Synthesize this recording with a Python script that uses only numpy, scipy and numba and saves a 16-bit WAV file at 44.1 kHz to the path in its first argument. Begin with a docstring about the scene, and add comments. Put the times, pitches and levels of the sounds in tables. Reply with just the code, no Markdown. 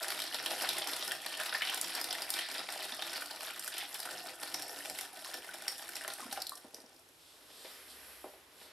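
"""Hot water into a bathtub

Hot water is tipped from a pot onto the floor of an enamelled tub in a small tiled room. The stream is thousands
of tiny sine bubbles; its slaps add ticks, trapped air, crackle and noise spray, and ring the tub's decaying modes.
Single bubbles sound from low gulps to high blips, and the last drips tick. Then a soft hiss of filtered noise
swells among a few dull modal knocks, over the quiet of the room: shaped noise with a low rumble."""
import sys
import numpy as np
from scipy import signal
from scipy.fft import rfft, irfft
from scipy.io import wavfile
from scipy.ndimage import uniform_filter1d
from numba import njit

SR = 44100
rng = np.random.default_rng(int(sys.argv[2]) if len(sys.argv) > 2 else 0)


def to_wav(sig):
    """Store sig (one row per channel, or 1-D mono) as 16-bit WAV at the path in sys.argv[1].

    Samples outside -1..1 are clipped; the rate is SR.
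    """
    pcm = np.clip(np.atleast_2d(sig), -1, 1) * 32767
    pcm = np.round(pcm).astype(np.int16)
    wavfile.write(sys.argv[1], SR, pcm.T)  # frames by channels


N = 384552
TIME = np.arange(N) / SR

# All source levels are relative: layer gains, the room and the microphone come after them.
# Tone of the quiet room. Each row: frequency in Hz, relative density in dB.
QUIET_TONE = [(12, -44), (20, -15), (79, -1), (216, -6), (270, 3.5), (660, 0), (2990, -4.5), (3250, -3.5),
              (6540, -10), (12100, -15), (16000, -56)]
# Left-right likeness of the quiet room. Each row: frequency in Hz, correlation from 0 to 1.
QUIET_LIKENESS = [(25, .7), (60, 0.97), (500, 0.8), (2000, 0.073), (8000, 0.73)]
QUIET_DB = -63.5  # rms of the quiet without its rumble
# The low rumble. Each row: time in seconds, level in dB.
RUMBLE = [(0, -87), (4.7, -84), (5.0, -66), (5.3, -90), (6.4, -63), (7.0, -101), (7.9, -67), (8.25, -64),
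          (8.72, -88)]

# The stream between slaps. Each row: time in seconds, wash level in dB, level of the drumming on the tub in dB.
FLOW = [(0.0, -44, -36.5), (0.23, -47, -49), (0.62, -40, -41.5), (0.88, -43, -47), (1.15, -41, -35.5),
        (1.36, -40, -52), (1.54, -42, -57), (2.13, -46, -47), (2.57, -44.5, -54), (2.75, -46.5, -67),
        (2.94, -46, -51), (3.14, -45.5, -74), (3.43, -47.5, -51.5), (3.84, -51.5, -61), (4.11, -48.5, -45),
        (4.23, -48.5, -45.5), (4.87, -51.5, -47.5), (5.24, -51.5, -50), (6.28, -50.5, -57),
        (6.4, -54.5, -48.5), (6.55, -63, -62.5), (7.0, -75.5, -77)]
# Moments when the stream thins. Each row: centre in seconds, width (standard deviation) in seconds.
LULLS = [(1.2, 0.1), (3.28, 0.034), (3.87, 0.0076), (4.36, 0.024), (5.12, 0.02)]
LULL_DB = -8  # wash and drumming at the centre of a lull
FULL_FLOW_DB = -42  # wash level taken as full flow
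SPRAY_SHARE_DB = -4  # spray against the wash, at full flow
SPRAY_FOLLOWS = 0.64  # dB that the spray moves per dB of wash

# Modes of the tub shell. Each row: frequency in Hz, drive level in dB, decay by 60 dB in seconds.
TUB_MODES = [(127.7, 4.5, 0.2), (185, -2.5, 0.3), (248.2, -5, 0.17), (286.7, -4, 0.31), (343.2, -1, 0.22),
             (401.7, -1.5, 0.08), (510.6, -3.5, 0.095), (658, 8.5, 0.043), (730, 4.5, 0.076),
             (780.4, 0, 0.079), (850, 7.5, 0.039), (977, 2.5, 0.043), (1360, 6.5, 0.034), (1510, 3, 0.063),
             (1814, 4, 0.06)]
# The stream wanders over the tub floor, so each mode swells and fades (scale in dB, steps per s).
WANDER_DB, WANDER_RATE = 3.5, 20
# Sloshing water loads the shell and bends its pitch (scale of the time slip in s, steps per s).
LOAD_S, LOAD_RATE = 0.0008, 12

# Slaps placed one by one, loud and faint.
# Each row: time in seconds, level in dB, pitch of the trapped air in Hz, spray level in dB.
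PLACED_SLAPS = [(0.027, -28, 5160, -27.5), (0.082, -23.5, 1850, -23), (0.119, -28, 4700, -41),
                (0.201, -19, 3500, -26.5), (0.219, -20, 4200, -33), (0.239, -26, 4330, -35),
                (0.325, -27, 2970, -47), (0.344, -20.5, 3450, -28.5), (0.461, -15, 3180, -30),
                (0.516, -24, 2800, -33), (0.621, -22, 5340, -24), (0.69, -16.5, 3480, -21),
                (0.784, -28, 5550, -28), (0.82, -21.5, 3500, -47), (0.872, -26, 3450, -26),
                (0.933, -20, 3415, -26), (1.025, -22.5, 3500, -40), (1.077, -26.5, 5560, -28),
                (1.111, -22.5, 3260, -43), (1.118, -15.5, 1750, -20), (1.262, -19, 1730, -27.5),
                (1.329, -43, 1658, -38), (1.399, -16.5, 1630, -25), (1.493, -21.5, 3680, -46),
                (1.526, -20, 1480, -51), (1.55, -19, 1770, -48), (1.62, -12, 2100, -42),
                (1.672, -18.5, 3270, -54), (1.689, -21, 3180, -47), (1.698, -24, 3100, -29),
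                (1.744, -31, 5520, -21.5), (1.775, -22, 3580, -28), (1.812, -37, 5470, -17.5),
                (1.95, -20.5, 5380, -27), (2.013, -21, 5050, -24.5), (2.042, -21.5, 3670, -23),
                (2.108, -17, 5400, -37), (2.127, -19.5, 4100, -30), (2.151, -19.5, 1840, -36),
                (2.22, -23, 5140, -28), (2.303, -23, 5200, -23), (2.339, -16.5, 3590, -24),
                (2.389, -18.5, 3060, -26), (2.581, -22.5, 4800, -33), (2.592, -23, 5000, -40),
                (2.688, -22, 2200, -50), (2.702, -25, 4900, -34), (2.722, -28, 4600, -31),
                (2.825, -34, 5300, -43), (2.853, -33, 3600, -56), (2.922, -23.5, 3500, -53),
                (2.993, -23.5, 3100, -45), (3.022, -19, 3450, -31), (3.095, -26, 4870, -51),
                (3.132, -26.5, 4940, -34), (3.165, -31, 4800, -45), (3.208, -51, 1390, -31),
                (3.258, -32, 5250, -32), (3.309, -25.5, 4750, -32), (3.594, -32, 1470, -26.5),
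                (3.677, -25.5, 1560, -26), (3.74, -33, 3500, -34), (3.781, -29, 3450, -22.5),
                (3.943, -29, 5200, -28.5), (4.001, -25, 5000, -29), (4.03, -29.5, 4300, -31),
                (4.054, -25.5, 1330, -28), (4.18, -28.5, 5200, -54), (4.432, -22.5, 1560, -56),
                (4.542, -16.5, 5770, -25), (4.622, -24.5, 5500, -28), (4.694, -26.5, 5800, -47),
                (4.898, -28, 4800, -27), (4.987, -22.5, 2100, -28), (5.01, -22, 5500, -31),
                (5.247, -32, 1820, -33.5), (5.341, -21.5, 5570, -27), (5.68, -17, 5500, -21),
                (5.794, -31, 1850, -56), (5.89, -29, 1500, -29), (5.955, -26, 5360, -35),
                (5.966, -25.5, 2630, -27), (6.009, -41, 1780, -51), (6.048, -24.5, 1770, -57),
                (6.078, -24, 1440, -31), (6.102, -27, 4450, -46), (6.136, -48, 4270, -26),
                (6.194, -29, 1510, -56), (6.313, -27, 4150, -49), (6.326, -24.5, 1520, -21.5),
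                (6.374, -24, 1350, -51)]
# Surges of froth. Each row: start in seconds, level in dB, middle pitch in Hz.
SURGES = [(0.198, -39.5, 3500), (0.681, -37, 3400), (1.6, -32, 2500), (2.359, -29.5, 2950),
          (3.724, -30, 3310)]
# Single bubbles, from low gulps to high blips.
# Each row: start in seconds, level in dB, starting pitch in Hz, decay length in cycles.
SINGLE_BUBBLES = [(.514, -18.5, 685, 4.4), (.535, -16.5, 716, 2), (1.61, -22, 1680, 5),
                  (1.621, -20.5, 2950, 5.8), (1.635, -28, 3020, 7.1), (1.696, -21.5, 3000, 5),
                  (3.828, -23, 786, 1.8), (4.066, -32, 1470, 3.2), (4.074, -20.5, 1360, 2.6),
                  (4.09, -23, 1500, 2.6), (6.011, -23, 1740, 2.6), (6.0476, -23, 1340, 2.4),
                  (6.2036, -25, 1220, 3.7), (6.229, -28, 1050, 5.4), (6.527, -40, 1144, 32),
                  (.64, -15, 740, 2.3), (2.08, -40, 104, 2.8), (2.6, -26.5, 1310, 6.8),
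                  (2.919, -43.5, 249, 5.8), (2.76, -20, 705, 2), (1.421, -27, 1530, 3.8),
                  (1.547, -17.5, 1760, 6.5), (4.806, -27.5, 1780, 3.8), (4.909, -27, 730, 3),
                  (5.259, -27, 1010, 3.2), (5.291, -28, 705, 3), (5.545, -27.5, 750, 2.8),
                  (5.49, -28, 1480, 7.5), (2.99, -26.5, 714, 5), (3.221, -22, 1450, 4.6),
                  (6.196, -24, 835, 2.7), (6.221, -40, 255, 3.2), (6.255, -32, 251, 2),
                  (6.289, -36, 250, 2), (6.32, -40, 255, 2.5), (6.325, -24, 780, 4.9),
                  (6.375, -17.5, 765, 2.7), (6.392, -24, 750, 2.7), (6.52, -22, 1090, 3.9)]
# The last drips from the rim. Each row: time in seconds, level in dB, pitch in Hz, spray level in dB.
DRIPS = [(6.4027, -31, 5130, -44), (6.419, -21, 4680, -29.5), (6.468, -25, 4050, -33.5),
         (6.4937, -28.5, 4170, -36), (6.554, -33, 5550, -39), (6.573, -40, 3600, -42),
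         (6.745, -26, 5700, -40.5), (6.803, -44, 4620, -50), (6.818, -43, 5400, -45),
         (6.862, -43, 5430, -61), (6.9304, -45, 5760, -62), (6.9633, -47, 5180, -55),
         (7.088, -50, 5800, -57)]
DRIP_ROOM = 0.66  # share of the drips that reaches the walls

# Dull knocks. Each row: time in seconds, level in dB, crack against it in dB, thud against it in dB.
KNOCKS = [(6.645, -46, -27, 2.5), (6.736, -51.5, -18, -2), (6.783, -51, -27, 1), (6.838, -58, -19, 9),
          (7.502, -55, -7, -9), (7.647, -43.5, -9, -22), (8.242, -36.5, -38, -17), (8.335, -50.5, -15, -23),
          (8.612, -49, -10, -29)]
# Modes of what is knocked. Each row: frequency in Hz, relative level in dB, decay by 60 dB in seconds.
KNOCKED_MODES = [(318, -20, 0.13), (362, -6, 0.087), (470, -9.5, 0.14), (550, -3.5, 0.051), (654, -7, 0.16),
                 (840, 0, 0.042), (1046, 1, 0.019)]
# The soft hiss after the pour. 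Each row: time in seconds, level of the low part in dB, level of the treble in dB.
HISS = [(7.0, -80, -69), (7.25, -64.5, -65), (7.45, -58.5, -62.5), (7.7, -49.5, -54), (7.85, -53, -56),
        (8.1, -51, -53.5), (8.3, -58, -59), (8.47, -62, -68), (8.63, -54.5, -56.5), (8.72, -54.5, -67)]
# Swishes in the hiss. Each row: centre in seconds, level in dB, width (standard deviation) in seconds.
SWISHES = [(7.29, -64, 0.084), (7.62, -58.5, 0.093), (7.91, -56, 0.017), (8.63, -63.5, 0.044)]

ROOM_T60_S, ROOM_DB = 0.26, -4.5  # decay of the tail's duller part, level of the tail
# Colour of the microphone above the tub. Each row: frequency in Hz, gain in dB.
MICROPHONE = [(100, -18.5), (250, -7), (1100, -11), (1800, -5), (2400, -5), (3500, 0), (5500, 1.5),
              (6000, -5), (6500, -11.5), (7000, -9), (11400, 1), (14000, -11.5), (15200, -25), (16000, -33)]
TOP_HZ = 16200


def undb(db):
    """Gain of a dB value."""
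    return 10 ** (np.asarray(db) / 20)


def unit(x):
    """Scaled to rms 1."""
    return x / np.sqrt(np.mean(x ** 2))


def read(points, hz):
    """A spectrum table read on a log-frequency axis."""
    f, value = np.transpose(points)
    return np.interp(np.log(np.maximum(hz, 1)), np.log(f), value)


def curve(table):
    """Each dB column as gain over time, silent outside the table."""
    s, *levels = np.transpose(table)
    inside = (TIME >= s[0]) * (TIME <= s[-1])
    return [undb(np.interp(TIME, s, db)) * inside for db in levels]


def band(x, lo_hz, hi_hz):
    """Band-pass."""
    sos = signal.butter(2, [lo_hz, min(hi_hz, .45 * SR)], "band", fs=SR, output="sos")
    return signal.sosfilt(sos, x)


def walk(rate):
    """Random levels held for 1 / rate s, then smoothed twice into a slow wander."""
    hold = int(SR / rate)
    steps = np.repeat(rng.standard_normal(N // hold + 1), hold)
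    return uniform_filter1d(uniform_filter1d(steps, hold), hold)[:N]


def bump(s, width):
    """A bell-shaped rise and fall around a time."""
    return np.exp(-.5 * ((TIME - s) / width) ** 2)


def spikes(s, size):
    """One sample at each time."""
    return np.bincount(np.clip(s * SR, 0, N - 1).astype(int), size, N)


def fade(x, t60):
    """Every spike becomes a dying envelope."""
    return signal.lfilter([1], [1, -1000 ** (-1 / (t60 * SR))], x)


def swell(s, db, rise_t60, t60):
    """An envelope at each time that rises quickly and dies: a slow decay minus a fast one."""
    burst = spikes(s, undb(db))
    return fade(burst, t60) - fade(burst, rise_t60)


@njit
def grains(n, start, step, cycles, rise, left, right):
    """Bubbles: sines that swell for a cycle and die, their pitch climbing by rise as they near the surface."""
    out = np.zeros((2, n))
    for g in range(len(start)):
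        life = cycles[g] / step[g]  # samples to fall to 1/e
        phase = 0.  # in cycles
        for i in range(min(int(5 * life), n - start[g])):
            phase += step[g] * (1 + rise * i / life)
            v = np.sin(2 * np.pi * phase) * np.exp(-i / life) * min(phase, 1.)
            out[0, start[g] + i] += left[g] * v
            out[1, start[g] + i] += right[g] * v
    return out


def bubbles(s, hz, cycles, rise, size, pan_db):
    """Grains placed left and right by a level difference."""
    start = np.clip(s * SR, 0, N - 1).astype(np.int64)
    step = np.clip(hz, 50, .4 * SR) / SR
    return grains(N, start, step, cycles + 0 * s, rise, size * undb(pan_db / 2), size * undb(-pan_db / 2))


def patter(count, lo_hz, hi_hz, cycles, spread_db, clump_db, clump_rate, pan_db):
    """Dense random bubbles of uneven size that arrive in clumps; rms 1."""
    when, pitch, last = rng.random((count, 3)).T
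    big = np.minimum(rng.exponential(size=count), 4)
    clump = undb(clump_db * walk(clump_rate))[(when * N).astype(int)]
    hz = lo_hz * (hi_hz / lo_hz) ** pitch
    size = clump * undb(spread_db * big)
    pan = pan_db * rng.standard_normal(count)
    return unit(bubbles(when * N / SR, hz, cycles * (.5 + last), 0.065, size, pan))


def swarm(s, db, hz, count, spread_s, detune, cycles, rise):
    """A few like-sized bubbles after each time, the later ones smaller and more scattered."""
    late, tune, big, pan = rng.standard_normal((len(s), 4, count)).transpose(1, 0, 2)
    order = np.arange(count) / count
    late = np.abs(late) * order
    start = s[:, None] + spread_s * late
    pitch = hz[:, None] * np.exp(detune * tune * order)
    size = undb(db[:, None] + 3.4 * big * order) * np.exp(-1.2 * late)
    return bubbles(start.ravel(), pitch.ravel(), cycles, rise, size.ravel(), 2.7 * pan.ravel())


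def quiet():
    """The steady background: shaped noise, partly alike left and right, with a low rumble that wavers."""
    hz = np.fft.rfftfreq(N, 1 / SR)
    alike = np.clip(read(QUIET_LIKENESS, hz), 0, 1)
    mid, side = rfft(rng.standard_normal((2, N))) * undb(read(QUIET_TONE, hz))
    hush = irfft(np.sqrt(1 + alike) * mid + np.sqrt(1 - alike) * side * [[1], [-1]], N)
    rumble = undb(-12) * curve(RUMBLE)[0] * unit(band(rng.standard_normal(N), 62.0, 77.0))
    return undb(QUIET_DB) * unit(hush) + rumble


def flow():
    """Levels over time of wash, drumming and spray (dB); the spray follows the wash less than fully."""
    s, *levels = np.transpose(FLOW)
    lull_db = LULL_DB * sum(bump(*lull) for lull in LULLS)
    wash_db, drum_db = (np.interp(TIME, s, db, right=-140) + lull_db for db in levels)
    spray_db = FULL_FLOW_DB + SPRAY_SHARE_DB + SPRAY_FOLLOWS * (wash_db - FULL_FLOW_DB)
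    return wash_db, drum_db, spray_db


def tub(x):
    """The shell: each mode is driven more or less as the landing spot moves, and all waver in pitch."""
    out = 0
    for k, (hz, db, t60) in enumerate(TUB_MODES):
        r, w = 1000 ** (-1 / (t60 * SR)), 2 * np.pi * hz / SR
        drive = x * undb(db + WANDER_DB * walk(WANDER_RATE))
        mode = signal.lfilter([0, r * np.sin(w)], [1, -2 * r * np.cos(w), r * r], drive)
        out = out + (-1) ** k * mode  # neighbours have opposite signs
    return np.interp(TIME + LOAD_S * walk(LOAD_RATE), TIME, out)


def stream():
    """Fizz, plinking bubbles, spray and drumming on the shell, following the flow."""
    wash, drum, spray_gain = undb(flow())
    fizz = patter(count=22000, lo_hz=949, hi_hz=6480, cycles=2.0,
                  spread_db=5.5, clump_db=6.0, clump_rate=70, pan_db=2.0)
    plinks = patter(count=1500, lo_hz=598, hi_hz=3500, cycles=2.63,
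                    spread_db=-0.5, clump_db=3.5, clump_rate=15, pan_db=3.5)
    mist = patter(count=50000, lo_hz=6000, hi_hz=17800, cycles=2.5,
                  spread_db=7.5, clump_db=4.5, clump_rate=43, pan_db=5.0)
    blows = patter(count=4000, lo_hz=392, hi_hz=2850, cycles=1.0,
                   spread_db=3.0, clump_db=2.0, clump_rate=18, pan_db=-3.5)
    shell = unit(tub(blows[0]))
    return wash * (undb(-1.0) * fizz + undb(-2.0) * plinks) + spray_gain * mist + drum * shell


def random_slaps(count):
    """Drops that break off the stream at random, sized by the flow: rows as in PLACED_SLAPS."""
    when, pitch, big, fine = rng.random((count, 4)).T
    at = (when * FLOW[-1][0] * SR).astype(int)
    wash_db, _, spray_db = flow()
    size_db = 9.3 + 7.0 * big ** 2
    hz = 1200 * 4.5 ** pitch
    return np.transpose([at / SR, wash_db[at] + size_db, hz, spray_db[at] + size_db - 4.5 - 1.6 * fine])


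def spray(s, db):
    """Bursts of fine droplets: noise in two treble bands that flicker together and a little on their own."""
    noise = rng.standard_normal(N) + 0.34 * rng.standard_normal((2, N))
    together_db = 3.5 * walk(400)
    fine, finest = (undb(together_db + 1.5 * walk(90)) * band(noise, lo, hi)
                    for lo, hi in [(6700, 11330), (10200, 17000)])
    return swell(s, db, 0.0051, 0.016) * unit(fine + finest)


def slaps():
    """Each slap: a tick, a swarm of bubbles, a burst of crackle, spray, and a blow on the shell."""
    s, db, hz, spray_db = np.vstack([PLACED_SLAPS, random_slaps(count=850)]).T
    grit = patter(count=30000, lo_hz=670, hi_hz=6260, cycles=1.2,
                  spread_db=3.0, clump_db=4.0, clump_rate=150, pan_db=4.5)
    crackle = swell(s, db, 0.0027, 0.028) * grit
    # a water film cushions the shell: its ring grows by only 0.59 dB per dB of slap
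    push_db = 0.59 * db + 2.7 * rng.standard_normal(len(s))
    push = band(spikes(s, undb(push_db)), 408, 1780)
    tick = swarm(s, db, 1.46 * hz, count=1, spread_s=0, detune=0, cycles=0.66, rise=0.)
    air = swarm(s, db, hz, count=5, spread_s=.008, detune=0.26, cycles=4.87, rise=0.0086)
    return (undb(-8.5) * air + undb(-11.0) * crackle + undb(5.0) * spray(s, spray_db)
            + undb(4.0) * tick + undb(-34.5) * tub(push))


def surges():
    """Dense runs of small bubbles of mixed size that build up and thin out."""
    s, db, hz = np.transpose(SURGES)[:, :, None]
    late, tune, big, pan = rng.standard_normal((len(SURGES), 4, 100)).transpose(1, 0, 2)
    start = s + .055 + .04 * late  # thickest 55 ms after the listed time
    pitch = hz * np.exp(0.38 * tune)
    size = undb(db - 4 + 3.5 * big)
    return bubbles(start.ravel(), pitch.ravel(), 2.9, 0.023, size.ravel(), 2.3 * pan.ravel())


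def single_bubbles():
    """Low gulps to high blips, each a sine that dies over its own number of cycles as its pitch climbs slightly."""
    s, db, hz, cycles = np.transpose(SINGLE_BUBBLES)
    return bubbles(s, hz, cycles, 0.014, undb(db), 0 * s)


def drips():
    """Short bright ticks, each with a few bubbles of trapped air and a little spray."""
    s, db, hz, spray_db = np.transpose(DRIPS)
    tick = swarm(s, db, hz, count=1, spread_s=0, detune=0, cycles=0.51, rise=0.)
    air = swarm(s, db, hz, count=4, spread_s=0.006, detune=0.078, cycles=3.2, rise=0.027)
    return undb(1) * tick + undb(-3.5) * air + undb(9.0) * spray(s, spray_db)


def ring(x, modes):
    """Sum of decaying modes, scaled to peak 1 per unit blow; neighbours have opposite signs."""
    t = TIME[:SR // 2]
    taps = sum((-1) ** k * undb(db) * np.sin(2 * np.pi * hz * t) * 1000 ** (-t / t60)
               for k, (hz, db, t60) in enumerate(modes))
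    return signal.fftconvolve(x, taps / np.abs(taps).max())[:N]


def knocks():
    """A blow into low modes with a short crack, a thud and a rough tail."""
    s, db, bright_db, thud_db = np.transpose(KNOCKS)
    blow = spikes(s, undb(db))
    crack = fade(spikes(s, undb(db + bright_db)), 0.11) * unit(band(rng.standard_normal(N), 950, 3200))
    tail = fade(blow, 0.21) * unit(band(rng.standard_normal(N), 340, 830))
    thud = bubbles(s, 260 + 0 * s, 1.8, 0., undb(db + thud_db), 0 * s)
    return undb(6.0) * ring(blow, KNOCKED_MODES) + undb(8.0) * crack + undb(-1.0) * tail + undb(8.5) * thud


def hiss():
    """Smooth low and high noise that swells, with short swishes between; slightly to the right."""
    noise = rng.standard_normal(N) + 0.41 * rng.standard_normal((2, N))
    body, sheen, under, air = (unit(band(noise, lo, hi)) for lo, hi in
                               [(1830, 3900), (6700, 9800), (315, 2050), (8670, 13500)])
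    swish = sum(undb(db) * bump(s, width) for s, db, width in SWISHES)
    low, high = curve(HISS)
    bed = low * under + high * (air + undb(-4.5) * sheen)
    return (swish * (body + sheen) + bed) * undb([[-.4], [.4]])


def room(x):
    """Tiled walls: a decaying noise tail that differs between the ears, most of all from 2640 to 8000 Hz."""
    t = TIME[:int(.6 * SR)]
    noise = rng.standard_normal(len(t)) + 0.79 * band(rng.standard_normal((2, len(t))), 2640, 8000)
    noise = noise + 0.22 * rng.standard_normal((2, len(t)))
    dull = band(noise, 67, 4600)
    rest = noise - dull  # dies slightly slower
    tail = dull * 1000 ** (-t / ROOM_T60_S) + rest * 1000 ** (-t / (1.1 * ROOM_T60_S))
    tail *= t > .003  # nothing comes back in the first 3 ms
    tail /= np.sqrt(np.sum(tail ** 2) / 2)
    return x + undb(ROOM_DB) * signal.fftconvolve(x.mean(axis=0)[None], tail, axes=1)[:, :N]


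def colour(x, points):
    """Causal filter with the given gain curve: minimum phase, by folding the cepstrum."""
    size = 4096
    cep = irfft(np.log(undb(read(points, np.fft.rfftfreq(size, 1 / SR)))))
    cep[1:size // 2] *= 2
    cep[size // 2 + 1:] = 0
    taps = irfft(np.exp(rfft(cep)))
    return signal.fftconvolve(np.atleast_2d(x), taps[None], axes=1)[:, :N]


def scene():
    """Everything in the room as the microphone colours it, over the quiet."""
    drops = drips()
    wet = room(stream() + slaps() + surges() + single_bubbles() + DRIP_ROOM * drops + knocks() + hiss())
    return colour(wet + (1 - DRIP_ROOM) * drops, MICROPHONE) + quiet()


def record(dry):
    """A steep elliptic low-pass leaves nothing above about 16 kHz."""
    return signal.sosfilt(signal.ellip(8, .2, 70, TOP_HZ, fs=SR, output="sos"), dry)


dry = scene()
out = record(dry)
to_wav(out)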